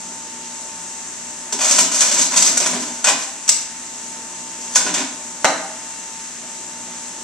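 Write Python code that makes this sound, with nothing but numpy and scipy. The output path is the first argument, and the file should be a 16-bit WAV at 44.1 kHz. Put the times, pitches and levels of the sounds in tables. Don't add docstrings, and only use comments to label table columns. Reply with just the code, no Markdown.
import sys
import numpy as np
from scipy import signal
from scipy.fft import rfft, irfft, next_fast_len
from scipy.io import wavfile
from scipy.ndimage import uniform_filter1d, map_coordinates

SR = 44100
rng = np.random.default_rng(int(sys.argv[2]) if len(sys.argv) > 2 else 0)


def field_ratio(decibels):
    return 10 ** (np.asarray(decibels, dtype=float) / 20)


def digitize_waveform(pressure):
    field = np.atleast_2d(pressure).T
    bounded = np.clip(field, -1, 1)
    quanta = np.round(bounded * 32767).astype(np.int16)
    wavfile.write(sys.argv[1], SR, quanta)


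N = 318843

BANDS_HZ = 30 * 2 ** np.arange(0, 10)
# pitch in Hz, width in Hz, level in dB.
HOUSING_MODES = [(600.3, 88, 5), (804, 51, -4.5), (992, 51.6, 5), (1273, 25, -11.5), (1480, 83, 0),
                 (1930, 57, -43), (2460, 52, 2.5), (3000, 53, -5), (3578, 105, -3), (4130, 137, -13.5),
                 (1926, 2224, -4), (780, 420, -6.5)]


def on_log(table, hz):
    rows = np.array(table, float)
    return np.interp(np.log(np.maximum(hz, 1)), np.log(rows[:, 0]), rows[:, 1])


def shaped(x, gain):
    n = 2 * next_fast_len(x.shape[-1] // 2 + SR // 40, real=True)
    spectrum = rfft(x, n) * gain(np.fft.rfftfreq(n, 1 / SR))
    return irfft(spectrum, n)[..., :x.shape[-1]]


def unit(x):
    return x / np.sqrt(np.mean(x ** 2))


def causal(gain):
    cepstrum = irfft(np.log(gain + 1e-9))
    cepstrum[1:len(gain) - 1] *= 2
    cepstrum[len(gain):] = 0
    return np.exp(rfft(cepstrum))


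def modes(table, hz, scatter_db=0):
    f, width, db = np.array(table, float).T[:, :, None]
    damping = (hz * width) ** 2
    resonance = damping / ((f * f - hz * hz) ** 2 + damping)
    power = np.sum(field_ratio(2 * (db + scatter_db)) * resonance, axis=0)
    return causal(np.sqrt(power / np.mean(power)))


def walk(rate, n=N):
    knots = rng.standard_normal(int(n / SR * rate) + 4)
    coarse = map_coordinates(knots, [np.arange(0, n + 256, 256) * rate / SR], order=3)
    return np.interp(np.arange(n), np.arange(len(coarse)) * 256, coarse)


def pair(mid_side, hz, nearness=1):
    # pitch in Hz, left-right correlation.
    likeness = [(40, 0.47), (130, 0.99), (300, 0.967), (600, 0.8995), (1200, 0.694), (2600, 0.391),
                (5500, 0.376), (12000, 0.29)]
    like = np.clip(on_log(likeness, hz), 0, 1) ** nearness
    common = np.sqrt((1 + like) / 2) * mid_side[0]
    differing = np.sqrt((1 - like) / 2) * mid_side[1]
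    return common + np.array([[1], [-1]]) * differing


def diffuse(n):
    hz = np.fft.rfftfreq(n, 1 / SR)
    both = pair(rfft(rng.standard_normal((2, n))), hz)
    place = np.log2(np.maximum(hz, 1) / BANDS_HZ[0])
    return hz, [both * np.clip(1 - abs(place - k), 0, 1) for k in range(len(BANDS_HZ))]


def tone(hz, db, drift):
    t = np.arange(N) / SR
    return np.sqrt(2) * field_ratio(db) * np.sin(2 * np.pi * (hz * t + rng.random()) + drift)


def mains_hum(chute_db, drift):
    orders = [1, 2, 3, 4, 5, 6, 8, 10, 14, 16]
    orders_db = [-18.5, -12.5, -2.5, 3, -7.5, -4, -13.5, -3, -6.5, -8]
    low_db = -53.5 + 0.188 * chute_db
    upper_db = -55.5 + chute_db
    hum = 0
    for order, order_db in zip(orders, orders_db):
        base_db = low_db if order < 5 else upper_db
        hum = hum + tone(59.96 * order, base_db + order_db + 2.66 * walk(15), drift)
    return hum


def rotor_whine(whine_db, drift):
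    lines_hz = [896.7, 657.0, 776.4, 1013.5, 1259.0, 1792.4, 2744.5, 3939.0]
    lines_db = [0, -15, -17, -12, -22, -13.5, -12, -20.5]
    whine = tone(lines_hz[0], whine_db + walk(9.6), drift)
    for hz, db in zip(lines_hz[1:], lines_db[1:]):
        whine = whine + tone(hz, 0.357 * whine_db - 28.5 + db + 1.65 * walk(3.3), drift)
    return whine


def air_rush(chute_db):
    # pitch in Hz, level in dB per Hz.
    air_colour = [(30, -8.5), (70, -6), (140, -5.5), (250, 7), (480, -1.5), (650, 0.5), (1000, 0.5),
                  (2000, 0), (3500, -3.5), (4800, -5), (6000, -1), (8000, 2), (10000, -1.5), (11300, 0),
                  (12400, -13.5)]
    n = next_fast_len(N, real=True)
    hz, bands = diffuse(n)
    colour = field_ratio(on_log(air_colour, hz))
    air = 0
    for band_hz, band in zip(BANDS_HZ, bands):
        near_chute = np.exp(-np.log(band_hz / 600) ** 2 / 0.206)
        flutter_db = walk(11) * min(1., (400 / band_hz) ** 0.101)
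        level_db = flutter_db + 0.1 * chute_db * near_chute
        air = air + field_ratio(level_db) * irfft(band * colour, n)[:, :N]
    return field_ratio(-33) * air


def motor():
    # time in seconds, whine in dB, hum let out by the chute in dB.
    motor_levels = [(0, -43.5, 4.5), (.35, -44, 2), (.95, -44, 2), (1.13, -50.5, -2), (1.3, -45, 7),
                    (2, -47.5, -16.5), (3, -43, 3), (3.28, -50.5, -24.5), (3.42, -47.5, -23),
                    (3.9, -45.5, -3), (4.2, -44, 3), (4.5, -43, 1.5), (4.8, -44.5, 6.5), (5.8, -44.5, -1),
                    (6.2, -42, -20.5), (6.36, -53, -7.5), (6.5, -44.5, 3), (7.23, -44.5, 7.5)]
    t = np.arange(N) / SR
    s, *columns = np.transpose(motor_levels)
    whine_db, chute_db = (np.interp(t, s, column) for column in columns)
    drift = 0.22 * walk(3.95)
    return mains_hum(chute_db, drift) + rotor_whine(whine_db, drift) + air_rush(chute_db)


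def grit(n, spread_db):
    size_db = spread_db * np.minimum(rng.exponential(size=n), 6)
    return unit(rng.standard_normal((2, n)) * field_ratio(size_db))


def add(out, s, rise_ms, fade_ms, paths):
    t = np.arange(SR // 12) / SR
    swell = (1 - np.exp(-1000 * t / max(rise_ms, .1))) * np.exp(-1000 * t / max(fade_ms, 1))
    start = int(s * SR)
    strikes = grit(len(t), spread_db=2.5) * swell / swell.max()
    out[:, start:start + len(t)] += shaped(strikes, paths)


def crack(hz):
    # pitch in Hz, level in dB.
    crack_colour = [(400, -20.5), (1500, -11), (3000, -4), (5000, -1.5), (8000, -1), (10000, -2.5),
                    (12500, -3)]
    return causal(field_ratio(on_log(crack_colour, hz) - 9.5))


def chute(hz):
    # pitch in Hz, width in Hz, level in dB.
    chute_modes = [(184, 11.4, -2), (256, 35, 1), (287, 31.7, -8), (382.1, 28.4, -6)]
    return modes(chute_modes, hz)


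def grapes():
    # time in seconds,
    # crack in dB, housing ring in dB, pitch of the struck part in Hz.
    grape_hits = [(1.5238, -7.5, -26, 924), (1.5878, -13, -26, 857), (1.6442, -6.5, -26.5, 604),
                  (1.71, 0.5, -20, 1510), (1.7216, -6, -25, 1020), (1.7819, -7, -17.5, 1070),
                  (1.7873, 1.5, -16.5, 2370), (1.8021, -1, -24.5, 955), (1.9125, -12, -27, 1490),
                  (2.0055, 0.5, -32.5, 2084), (2.0165, 0, -19, 2460), (2.1139, -6, -26, 1460),
                  (2.1411, -4.5, -31.5, 606), (2.211, -2.5, -27, 2170), (2.2242, -6.5, -27, 990),
                  (2.3344, -12, -24, 980), (2.361, -2.5, -23.5, 963), (2.372, 2, -26.5, 2160),
                  (2.422, 3.5, -24, 988), (2.4761, -5, -22, 2470), (2.5716, 1, -22, 1480),
                  (2.5992, -5.5, -24, 603), (2.6593, -5, -21, 1027), (2.7296, -23, -24, 615),
                  (2.8209, -15, -29.5, 970),
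                  (3.0417, -2, -16.5, 1480), (3.0699, -9.5, -17, 2150), (3.0849, -6, -14, 899),
                  (3.4772, -7, -33.5, 830), (3.49, 6, -32, 2510), (3.5, -22.5, -36.5, 2500),
                  (4.7566, 1, -12.5, 1480), (4.8008, -24, -28, 1480), (4.8626, -19.5, -23.5, 1480),
                  (4.9397, -7.5, -24, 1930), (4.9758, -17.5, -27, 1930)]
    out = np.zeros((2, N))
    for s, crack_db, ring_db, struck_hz in grape_hits:
        fade_ms = 9.55 - 0.7259 * crack_db
        distance = np.log(np.array(HOUSING_MODES)[:, 0] / struck_hz) / .12
        favour_db = 10 * np.exp(-distance ** 2) + rng.standard_normal(len(HOUSING_MODES))

        def paths(hz):
            ring = modes(HOUSING_MODES, hz, favour_db[:, None])
            return field_ratio(crack_db - 1.5) * crack(hz) + field_ratio(ring_db - 1.5) * ring

        add(out, s, 1.067, fade_ms, paths)
    return out


def shredding():
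    # start in seconds, length in seconds, hiss in dB, housing ring in dB, tumble in dB.
    smears = [(1.52, 0.0328, -31.5, -34.5, -29.5), (1.601, 0.168, -15.5, -23.5, -36.5),
              (1.751, 0.095, -16, -38, -29), (1.913, 0.181, -15.5, -28, -38),
              (2.105, 0.079, -17.5, -27, -32), (2.185, 0.0765, -18, -31, -39.5),
              (2.302, 0.08, -18.5, -28.5, -36.5), (2.358, 0.1117, -14, -27, -35),
              (2.451, 0.1135, -20.5, -30, -32.5), (2.603, 0.1106, -23, -27, -29),
              (2.73, 0.0453, -33.5, -30.5, -24.5), (2.788, 0.211, -28.5, -39.5, -53),
              (3.047, 0.034, -24, -20, -31.5), (3.076, 0.0335, -38.5, -26, -28.5),
              (3.157, 0.0814, -25, -45.5, -51), (3.51, 0.112, -29.5, -45.5, -51.5),
              (4.603, 0.16, -31.5, -49, -61.5), (4.746, 0.031, -13.5, -32.5, -39),
              (4.801, 0.14, -30, -32, -35.5), (4.843, 0.03, -40.5, -36, -22.5),
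              (4.933, 0.0834, -34, -27.5, -30.5), (5.232, 0.186, -51.5, -48, -53.5)]
    attack_s, release_s = 0.0098, 0.0168
    t = np.arange(N) / SR
    power = np.full((3, N), 1e-12)
    for s, length_s, *levels_db in smears:
        span = slice(int(s * SR), int((s + .6) * SR))
        age = t[span] - s
        drag = np.clip(age / attack_s, 0, 1) * np.exp(-np.maximum(age - length_s, 0) / release_s)
        power[:, span] += (field_ratio(np.array(levels_db))[:, None] * drag) ** 2
    hiss, ring, tumble = np.sqrt(power)
    turning = field_ratio(0.633 * np.sin(2 * np.pi * 72.0 * t))
    strikes = grit(N, spread_db=2.0) * turning
    direct = shaped(strikes * hiss * field_ratio(2.5 + 3.02 * walk(46)), crack)
    shell = shaped(strikes * ring * field_ratio(-5.5 + 3.6 * walk(30.055)), lambda hz: modes(HOUSING_MODES, hz))
    loose = shaped(strikes * tumble * field_ratio(-1.5 + 1.03 * walk(20)), chute)
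    return direct + shell + loose


def pusher():
    # pitch in Hz, width in Hz, level in dB.
    tube_modes = [(285, 123, 0.5), (466, 215, 1.5), (598, 93, 9.5), (723, 94, 5.5), (847, 29, 8),
                  (960, 64, -10.5), (1250, 110, -3.5), (1480, 95, 7.5), (2044, 217, 3), (2280, 290, -6.5),
                  (2720, 250, -1), (1300, 2060, -4.5)]
    # time in seconds, crack in dB, body in dB, rise in ms, fade in ms.
    knocks = [
        (5.4448, -4, 1.5, 0.217, 1.1),
        (5.449, -18.5, -11.5, 0.95, 11.7),
    ]
    # time in seconds, level in dB, rise in ms, fade in ms.
    brush = (6.435, -39.5, 2.5, 15)
    # pitch in Hz, width in Hz, level in dB.
    rim_modes = [(260, 53, -9), (619, 41, 9)]
    out = np.zeros((2, N))
    for s, crack_db, body_db, rise_ms, fade_ms in knocks:

        def paths(hz):
            body = modes(tube_modes, hz) + field_ratio(-17) * chute(hz)
            return field_ratio(crack_db) * crack(hz) + field_ratio(body_db) * body

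        add(out, s, rise_ms, fade_ms, paths)
    s, brush_db, rise_ms, fade_ms = brush
    add(out, s, rise_ms, fade_ms, lambda hz: field_ratio(brush_db) * modes(rim_modes, hz))
    return out


def kitchen(mid_side):
    # pitch in Hz, seconds to fall by 60 dB.
    room_t60 = [(150, 0.56), (500, 0.646), (2000, 0.658), (5000, 0.516), (10000, 0.331)]
    n = next_fast_len(int(.8 * SR))
    t = np.arange(n) / SR
    bands = [irfft(band, n) for band in diffuse(n)[1]]

    def fade(t60):
        return field_ratio(-60 * t / t60) * np.sqrt(2 * np.log(1000) / t60 / SR)

    tail = sum(band * fade(on_log(room_t60, f)) for f, band in zip(BANDS_HZ, bands))
    cluster = sum(bands) * fade(0.0367)
    response = field_ratio(-0.5) * tail + field_ratio(-13) * cluster
    response[:, 0] = 0
    m = next_fast_len(N + n, real=True)
    hz = np.fft.rfftfreq(m, 1 / SR)
    spectra = rfft(mid_side, m) * (1j * hz / (120 + 1j * hz)) ** 3
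    walls = rfft(response, m)
    power = np.mean(abs(1 + walls) ** 2, axis=0)
    evening = np.sqrt(uniform_filter1d(power, size=12000) / uniform_filter1d(power, size=300))
    spectra = spectra * causal(evening)
    direct = pair(spectra, hz, nearness=0.083)
    return irfft(direct + spectra[0] * walls, m)[:, :N]


def scene():
    return motor() + kitchen(grapes() + shredding() + pusher())


def band_limit(x):
    return signal.sosfilt(signal.butter(12, 12340, fs=SR, output="sos"), x)


def record(dry):
    # cavity pitch in Hz, width in Hz, mesh roll-off in Hz.
    ports = [(7484, 1347, 9280), (6421, 962, 6633)]

    def peak(hz, f, width):
        return f * f / (f * f - hz * hz + 1j * hz * width)

    def cavities(hz):
        return np.array([peak(hz, f, width) * peak(hz, mesh, 1.5985 * mesh) for f, width, mesh in ports])

    top_cut = signal.ellip(10, .3, 70, 12150, fs=SR, output="sos")
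    heard = signal.sosfilt(top_cut, shaped(dry, cavities))
    return band_limit(np.clip(heard, -1, 1))


dry = scene()
out = record(dry)
digitize_waveform(out)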